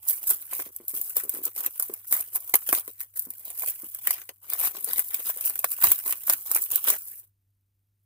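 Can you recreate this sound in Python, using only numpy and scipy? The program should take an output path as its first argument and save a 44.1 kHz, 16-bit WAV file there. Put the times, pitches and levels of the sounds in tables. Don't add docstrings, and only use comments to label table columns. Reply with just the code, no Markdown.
import sys
import numpy as np
from scipy import signal
from scipy.io import wavfile
from scipy.ndimage import uniform_filter1d, minimum_filter1d

SR = 44100
rng = np.random.default_rng(int(sys.argv[2]) if len(sys.argv) > 2 else 0)


def dump(signal):
    limited = np.clip(np.atleast_2d(signal).T, -1, 1)
    pcm = np.round(limited * 32767).astype(np.int16)
    wavfile.write(sys.argv[1], SR, pcm)


N = 355005

# t of break/s, crackle level/dB, board re crackle/dB
BITES = [(0.098, -19, -23), (0.276, -33, -32), (0.308, -17, -13.5), (0.764, -29.5, -36), (0.882, -24, -32),
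         (1.0145, -22.5, -40), (1.097, -32, -38), (1.1681, -17.5, -17), (1.237, -29, -32),
         (1.2948, -19.5, -24), (1.435, -35, -23), (1.454, -19.5, -37), (1.663, -19.5, -12.5),
         (1.7979, -19.5, -19), (1.8254, -21.5, -18), (1.9389, -27.5, -18), (2.1256, -13.5, -14.5),
         (2.3591, -21, -21.5), (2.495, -30, -21), (2.5411, -12, -3), (2.555, -8, -23.5), (2.728, -15, -15),
         (2.797, -28, -20), (2.879, -32.5, -9), (3.0056, -29.5, -13), (3.1946, -23, -34),
         (3.223, -33.5, -34), (3.305, -29, -25), (3.453, -34, -26), (3.621, -29.5, -7),
         (3.9484, -29.5, -43), (4.0724, -16, -11), (4.1081, -15, -12), (4.2918, -34, 1.5),
         (4.501, -26, -13), (4.5349, -20, -16), (4.845, -21, -45), (4.9336, -19, -16.5),
         (5.1443, -20.5, -10.5), (5.374, -30, -29), (5.41, -26, -13.5), (5.4586, -20, -20),
         (5.498, -22.5, -16), (5.557, -26.5, -11.5), (5.592, -21, -16), (5.6442, -16.5, -8),
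         (5.718, -22, -22), (5.8396, -6, -9.5), (5.918, -10.5, -18.5), (6.1255, -19.5, -9.5),
         (6.2983, -11.5, -5), (6.5157, -17, -20), (6.549, -15, -27), (6.5641, -16.5, -32),
         (6.7586, -13, -21.5), (6.9025, -13.5, -14.5)]
# t/s, length/s, crackle level at start/dB, change along strip/dB, board re crackle/dB
TEARS = [(0.029, 0.074, -53.5, 21.5, -11), (0.086, 0.1, -24.5, -17.5, -22.5), (0.231, 0.021, -34, -15, -8),
         (0.277, 0.069, -24.5, -8.5, -19.5), (0.516, 0.096, -37, 1.5, -10), (0.646, 0.026, -48, 4, -7),
         (0.89, 0.034, -35.5, -12, -20.5), (0.943, 0.21, -33, -13.5, -16.5),
         (1.164, 0.1, -26.5, -23, -13.5), (1.322, 0.073, -37.5, -5.5, -12.5),
         (1.434, 0.034, -42, 6.5, -10.5), (1.565, 0.098, -37.5, -1.5, -10), (1.798, 0.092, -37.5, -8, -16),
         (2.079, 0.04, -36.5, -17, -21), (2.112, 0.1, -32.5, 0, -13.5), (2.321, 0.035, -47.5, 21, -15.5),
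         (2.668, 0.024, -38.5, 12.5, -15), (2.729, 0.074, -27.5, -13, -11.5),
         (3.006, 0.037, -37, -14.5, -17.5), (3.161, 0.094, -39.5, -7.5, -19.5), (3.43, 0.3, -48, 3, -9.5),
         (3.568, 0.13, -42, 12, -19), (4.043, 0.1, -42, 8, -11.5), (4.132, 0.095, -47.5, -1.5, -5.5),
         (4.431, 0.086, -52, -4.5, -8), (4.495, 0.22, -37.5, -12, -7), (4.59, 0.087, -33.5, 7, -11.5),
         (4.739, 0.05, -44.5, 1, -0.5), (4.876, 0.091, -40, -4.5, -5.5), (4.967, 0.035, -32, 3.5, -14),
         (5.102, 0.095, -44.5, 4.5, -9.5), (5.24, 0.055, -48.5, 25.5, -13), (5.357, 0.15, -52, 14, -4.5),
         (5.453, 0.023, -29, -0.5, -15.5), (5.674, 0.059, -44, 11.5, -24), (5.775, 0.073, -46.5, 23, -7.5),
         (5.833, 0.19, -24, -21, -14), (6.058, 0.051, -36.5, 8.5, -13), (6.273, 0.065, -32, 3, -11),
         (6.459, 0.12, -44.5, 14.5, -11), (6.619, 0.029, -29.5, -2.5, -21),
         (6.716, 0.082, -28, -11.5, -11.5), (6.818, 0.08, -48.5, 25.5, -7.5), (6.879, 0.077, -33, -3.5, -3),
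         (6.982, 0.21, -44, -2.5, -22.5)]
# t/s, crackle level/dB
BEDDING_RUSTLE = [(0.0, -63), (0.3, -43.5), (0.72, -56.5), (1.53, -54.5), (1.75, -45.5), (2.04, -55.5),
                  (2.6, -44.5), (2.95, -54.5), (3.1, -66), (3.35, -52.5), (3.8, -45.5), (4.2, -51),
                  (4.37, -70.5), (4.8, -43.5), (6.2, -45.5), (6.93, -40.5), (7.02, -57), (7.24, -63.5),
                  (7.34, -92)]
# f/Hz, relative density/dB per Hz
CRACKLE_SPECTRUM = [(3000, -39.5), (5500, -24), (6500, -22.5), (8000, -14), (11000, -9), (12500, -5.5),
                    (14600, -2.5), (15500, -1.5), (15900, -39.5), (16700, -34)]
# f/Hz, relative density/dB per Hz
BOARD_SPECTRUM = [(60, -71), (150, -23), (370, -9), (650, -8.5), (1100, -4), (1800, -6.5), (3000, -6.5),
                  (5000, -14), (7000, -10), (10000, -47)]
# t/s, blow level/dB, nominal board pitch f/Hz, rattle length/s
KNOCKS = [(0.527, -43, 547, 0.021), (0.593, -37.5, 350, 0.035), (0.664, -39, 360, 0.044),
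          (0.801, -41.5, 355, 0.043), (0.936, -41, 360, 0.062), (1.165, -37.5, 460, 0.021),
          (1.235, -43.5, 378, 0.01), (1.250, -40.5, 388, 0.031), (1.341, -37, 350, 0.014),
          (1.366, -39.5, 370, 0.014), (1.388, -42, 370, 0.01), (1.404, -46, 360, 0.0083),
          (1.415, -42.5, 347, 0.03), (1.463, -40, 382, 0.0072), (1.473, -40.5, 405, 0.022),
          (1.661, -40, 396, 0.025), (1.896, -31, 390, 0.037), (2.542, -33.5, 462, 0.032),
          (2.727, -28, 355, 0.014), (2.879, -43, 410, 0.03), (3.269, -42.5, 246, 0.046),
          (3.833, -41, 254, 0.034), (4.068, -49, 270, 0.035), (4.292, -42, 490, 0.032),
          (4.612, -50, 376, 0.0216), (4.747, -46, 393, 0.016), (4.776, -46, 390, 0.052),
          (4.879, -46, 460, 0.023), (5.192, -43.5, 378, 0.02), (5.366, -44.5, 476, 0.011),
          (5.641, -38, 556, 0.015), (5.839, -36.5, 375, 0.023), (5.915, -35.5, 392, 0.026),
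          (6.294, -42, 487, 0.024), (6.558, -40, 402, 0.05), (6.723, -43, 464, 0.041),
          (6.891, -37, 517, 0.033), (7.12, -62, 400, 0.044)]
# t/s, level/dB
CRUNCHES = [(0.296, -35.5), (0.529, -32), (0.595, -32), (1.798, -39), (2.126, -32), (2.354, -41.5),
            (2.542, -24.5), (2.554, -23), (2.727, -17.5), (2.734, -22), (3.635, -31), (4.072, -32),
            (4.106, -29), (4.523, -36), (4.552, -36), (4.636, -34), (4.649, -34.5), (4.75, -37),
            (4.934, -36), (5.142, -48), (5.296, -27.5), (5.458, -42), (5.643, -14.5), (5.786, -42),
            (5.838, -22.5), (5.916, -27), (6.093, -34.5), (6.279, -31), (6.298, -26), (6.512, -33.5),
            (6.878, -28.5), (6.901, -26.5)]
# f/Hz, level/dB, t60/s
ARCH_MODES = [(740, -8, 0.013), (1100, -3, 0.013), (1550, -5, 0.009), (2250, -5, 0.007)]
# t/s, level/dB, f/Hz, length/s
FLOOR_BUMP = (5.85, -55, 96, .075)
# t/s, left re right level/dB
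PLACE = [(0, -3.5), (1, 1), (2.2, -0.5), (3.2, 1.5), (3.7, -1.5), (4.7, 3.5), (6.2, -1.5), (7.2, -0.5)]
# multiple of WHINE_BASE_HZ, rms level/dB
WHINE_TONES = [(4, -100), (5, -101), (6, -99.5)]
# f/Hz, relative density/dB per Hz
HISS_SPECTRUM = [(20, -6), (65, 0), (130, -9), (280, -14), (500, -26), (1000, -29), (13500, -31),
                 (14500, -20), (15200, -32), (15800, -50)]

BITE_T60_S, RISE_T60_S = 0.016, 0.0072
BREAK_DB, BREAK_T60_S = 3, 0.0035
GRIP_DB_PER_S, LET_GO_DB_PER_S = 1508, 796
RUSTLE_BOARD_DB = -15
KNOCK_ARCH_DB = -8.5
THUD_T60_S, RISE_S = 0.015, 0.0012
LEFT_LAG_SAMPLES = 9
HUM_HZ, HUM_DB = 99, -73.5
WHINE_BASE_HZ, HISS_DB = 2305, -82
BAND_EDGE_HZ = 16800


def bites():
    lead, length = 400, 5000
    t = (np.arange(length) - lead) / SR
    flutter = gain_of(2.5 * drift(0.001))
    fibres = flutter * np.array([snaps(13000, spread_db=-1.0), snaps(6000, spread_db=3.5)])
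    rise_and_decay = gain_of(-60 * np.where(t < 0, -t / RISE_T60_S, t / BITE_T60_S))
    crack = gain_of(-60 * abs(t) / BREAK_T60_S)
    shape = rise_and_decay / gain_of(BREAK_DB) + crack
    out = np.zeros((2, N))
    for s, db, board_db in BITES:
        at = round(s * SR) - lead
        burst = shape * fibres[:, at:at + length]
        burst *= np.linalg.norm(shape) / np.linalg.norm(burst, axis=1, keepdims=True)
        out[:, at:at + length] += burst * gain_of([[db], [db + board_db]])
    return out


def tearing():
    t = np.arange(0, N + 32, 32) / SR
    power = gain_of(2 * np.interp(t, *np.transpose(BEDDING_RUSTLE)))
    board_power = power * gain_of(2 * RUSTLE_BOARD_DB)
    for s, length, db, change_db, board_db in TEARS:
        along = change_db * np.clip((t - s) / length, 0, 1)
        onset = GRIP_DB_PER_S * np.minimum(t - s, 0)
        stop = -LET_GO_DB_PER_S * np.maximum(t - s - length, 0)
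        strip = gain_of(2 * (db + along + onset + stop))
        power = power + strip
        board_power = board_power + strip * gain_of(2 * board_db)
    time = np.arange(N) / SR
    level = np.sqrt(np.interp(time, t, power))
    board_level = np.sqrt(np.interp(time, t, board_power))

    clumps = evened(gain_of(2.2 * drift(0.002) + 2.4 * drift(0.006)))
    ticks = uniform_filter1d(abs(snaps(60, spread_db=2.5)), size=60) * np.sqrt(60)
    clumps = clumps + gain_of(-7) * ticks
    crackle = clumps * level * snaps(5000, spread_db=0.0)
    board = clumps * board_level * snaps(700, spread_db=2.0) * gain_of(1.6 * drift(0.0053))
    return crackle, board


def snaps(per_s, spread_db):
    size = gain_of(spread_db * np.minimum(rng.exponential(1, N), 4))
    struck = rng.random(N) < per_s / SR
    return evened(size * struck * rng.choice([-1., 1.], N))


def board_colour(x, depth_db):
    bins = signal.stft(x, nperseg=512)[2]
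    patches = rng.standard_normal(bins.shape[1:])
    for axis in (0, 1):
        patches = uniform_filter1d(patches, size=8, axis=axis)
    colour = evened(gain_of(depth_db * evened(patches)))
    return signal.istft(bins * colour, nperseg=512)[1][:, :N]


def knocks():
    out, t = np.zeros(N), np.arange(2000) / SR
    rise = 1 - np.exp(-(t / RISE_S) ** 2)
    chances = rng.random((len(KNOCKS), 4, 7))
    for (s, db, board_hz, rattle_s), chance in zip(KNOCKS, chances):
        ring = gain_of(KNOCK_ARCH_DB) * arch(t, chance[0])
        delays = np.append(0, (np.arange(6) + chance[1, 1:]) / 6)
        for share, weaker, bend in zip(delays, chance[2], chance[3]):
            hz = board_hz * (0.88 + 0.2 * bend)
            thud = gain_of(-60 * t / THUD_T60_S) * np.sin(2 * np.pi * hz * t)
            loss_db = (share > 0) * (1.5 + 16 * weaker + 5.3 * share)
            at = round((s + share * rattle_s) * SR)
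            out[at:at + 2000] += gain_of(db - loss_db) * rise * (thud + ring)
    return out


def crunches():
    out, t = np.zeros(N), np.arange(2000) / SR
    rise = np.sqrt(1 - np.exp(-(t / RISE_S) ** 2))
    for (s, db), chance in zip(CRUNCHES, rng.random((len(CRUNCHES), 4))):
        at = round(s * SR)
        out[at:at + 2000] += gain_of(db) * rise * arch(t, chance)
    return out


def arch(t, chance):
    ring = 0
    for (hz, db, t60), k in zip(ARCH_MODES, chance):
        ring = ring + gain_of(db - 60 * t / t60) * np.sin(2 * np.pi * hz * (0.93 + 0.14 * k) * t)
    return ring


def floor_bump():
    s, db, hz, length = FLOOR_BUMP
    t = np.arange(N) / SR - s
    hump = np.sin(np.pi * np.clip(t / length, 0, 1)) ** 2
    return gain_of(db) * np.sin(2 * np.pi * hz * t) * hump


def wood_sound():
    highpass = signal.butter(2, 170, "high", fs=SR)
    return signal.lfilter(*highpass, knocks() + crunches()) + floor_bump()


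def cage(x, wet_db, t60, stay_s, count=12):
    length = 2500
    t, stay, out = np.arange(length) / SR, round(stay_s * SR), 0
    spot = rng.integers(0, count, N)[np.arange(N) // stay]
    for k in range(count):
        sparse = rng.random((2, length)) < 0.2
        taps = rng.standard_normal((2, length)) * sparse * gain_of(-60 * t / t60)
        taps *= gain_of(wet_db) / np.linalg.norm(taps, axis=1, keepdims=True)
        taps[0, LEFT_LAG_SAMPLES + rng.integers(-5, 6)] += 1
        taps[1, 0] += 1
        taps /= np.linalg.norm(taps, axis=1, keepdims=True)
        out = out + signal.oaconvolve((x * (spot == k))[None], taps, axes=1)[:, :N]
    return out


def background():
    t = np.arange(N) / SR
    a, b = rng.standard_normal((2, N))
    hiss = coloured(np.array([a + 0.13 * b, a - 0.18 * b]), HISS_SPECTRUM, size=8192)
    hum_level = gain_of(HUM_DB + 1.8 * drift(0.03))
    hum_phase = 2 * np.pi * np.cumsum(HUM_HZ + 1.2 * drift(0.05)) / SR
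    hum = hum_level * np.sqrt(2) * np.sin(hum_phase)
    whine = np.zeros(N)
    for multiple, db in WHINE_TONES:
        whine += gain_of(db) * np.sqrt(2) * np.sin(2 * np.pi * multiple * WHINE_BASE_HZ * t)
    return gain_of(HISS_DB) * evened(hiss) + hum + whine


def gain_of(db):
    return 10 ** (np.asarray(db) / 20)


def evened(x):
    return x / np.sqrt(np.mean(x ** 2) + 1e-20)


def drift(seconds):
    size = max(round(seconds * SR), 2)
    return evened(uniform_filter1d(uniform_filter1d(rng.standard_normal(N), size), size))


def coloured(x, points, size=2048):
    hz, db = np.transpose(points)
    bins_hz = abs(np.fft.fftfreq(size, 1 / SR))
    level_db = np.interp(np.log(bins_hz + 1), np.log(hz + 1), np.maximum(db, -100))
    log_gain = level_db * np.log(10) / 20
    taps = np.fft.ifft(np.exp(np.conj(signal.hilbert(log_gain)))).real[:size // 2]
    return signal.oaconvolve(x, taps[None] / np.linalg.norm(taps), axes=1)[:, :N]


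def scene():
    torn, torn_board = tearing()
    bitten, bitten_board = bites()
    crackle = cage(torn + bitten, wet_db=-5.0, t60=0.043, stay_s=0.0048)
    crackle = coloured(crackle, CRACKLE_SPECTRUM)
    board = cage(torn_board + bitten_board, wet_db=1, t60=0.057, stay_s=0.012, count=8)
    board = board_colour(coloured(board, BOARD_SPECTRUM), depth_db=3.5)
    wood = cage(wood_sound(), wet_db=-13, t60=0.03, stay_s=0.1, count=4)
    animals = gain_of(4.5) * crackle + board + gain_of(9.5) * wood
    side_db = np.interp(np.arange(N) / SR, *np.transpose(PLACE))
    return animals * gain_of(np.array([side_db / 2, -side_db / 2])) + background()


def record(dry):
    room_left = np.minimum(0.98 / (abs(dry) + 1e-9), 1)
    limiter_gain = uniform_filter1d(minimum_filter1d(room_left, size=41), size=41)
    lowpass = signal.firwin(255, BAND_EDGE_HZ, window=("kaiser", 9), fs=SR)
    return signal.oaconvolve(dry * limiter_gain, lowpass[None], "same")


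dry = scene()
out = record(dry)
dump(out)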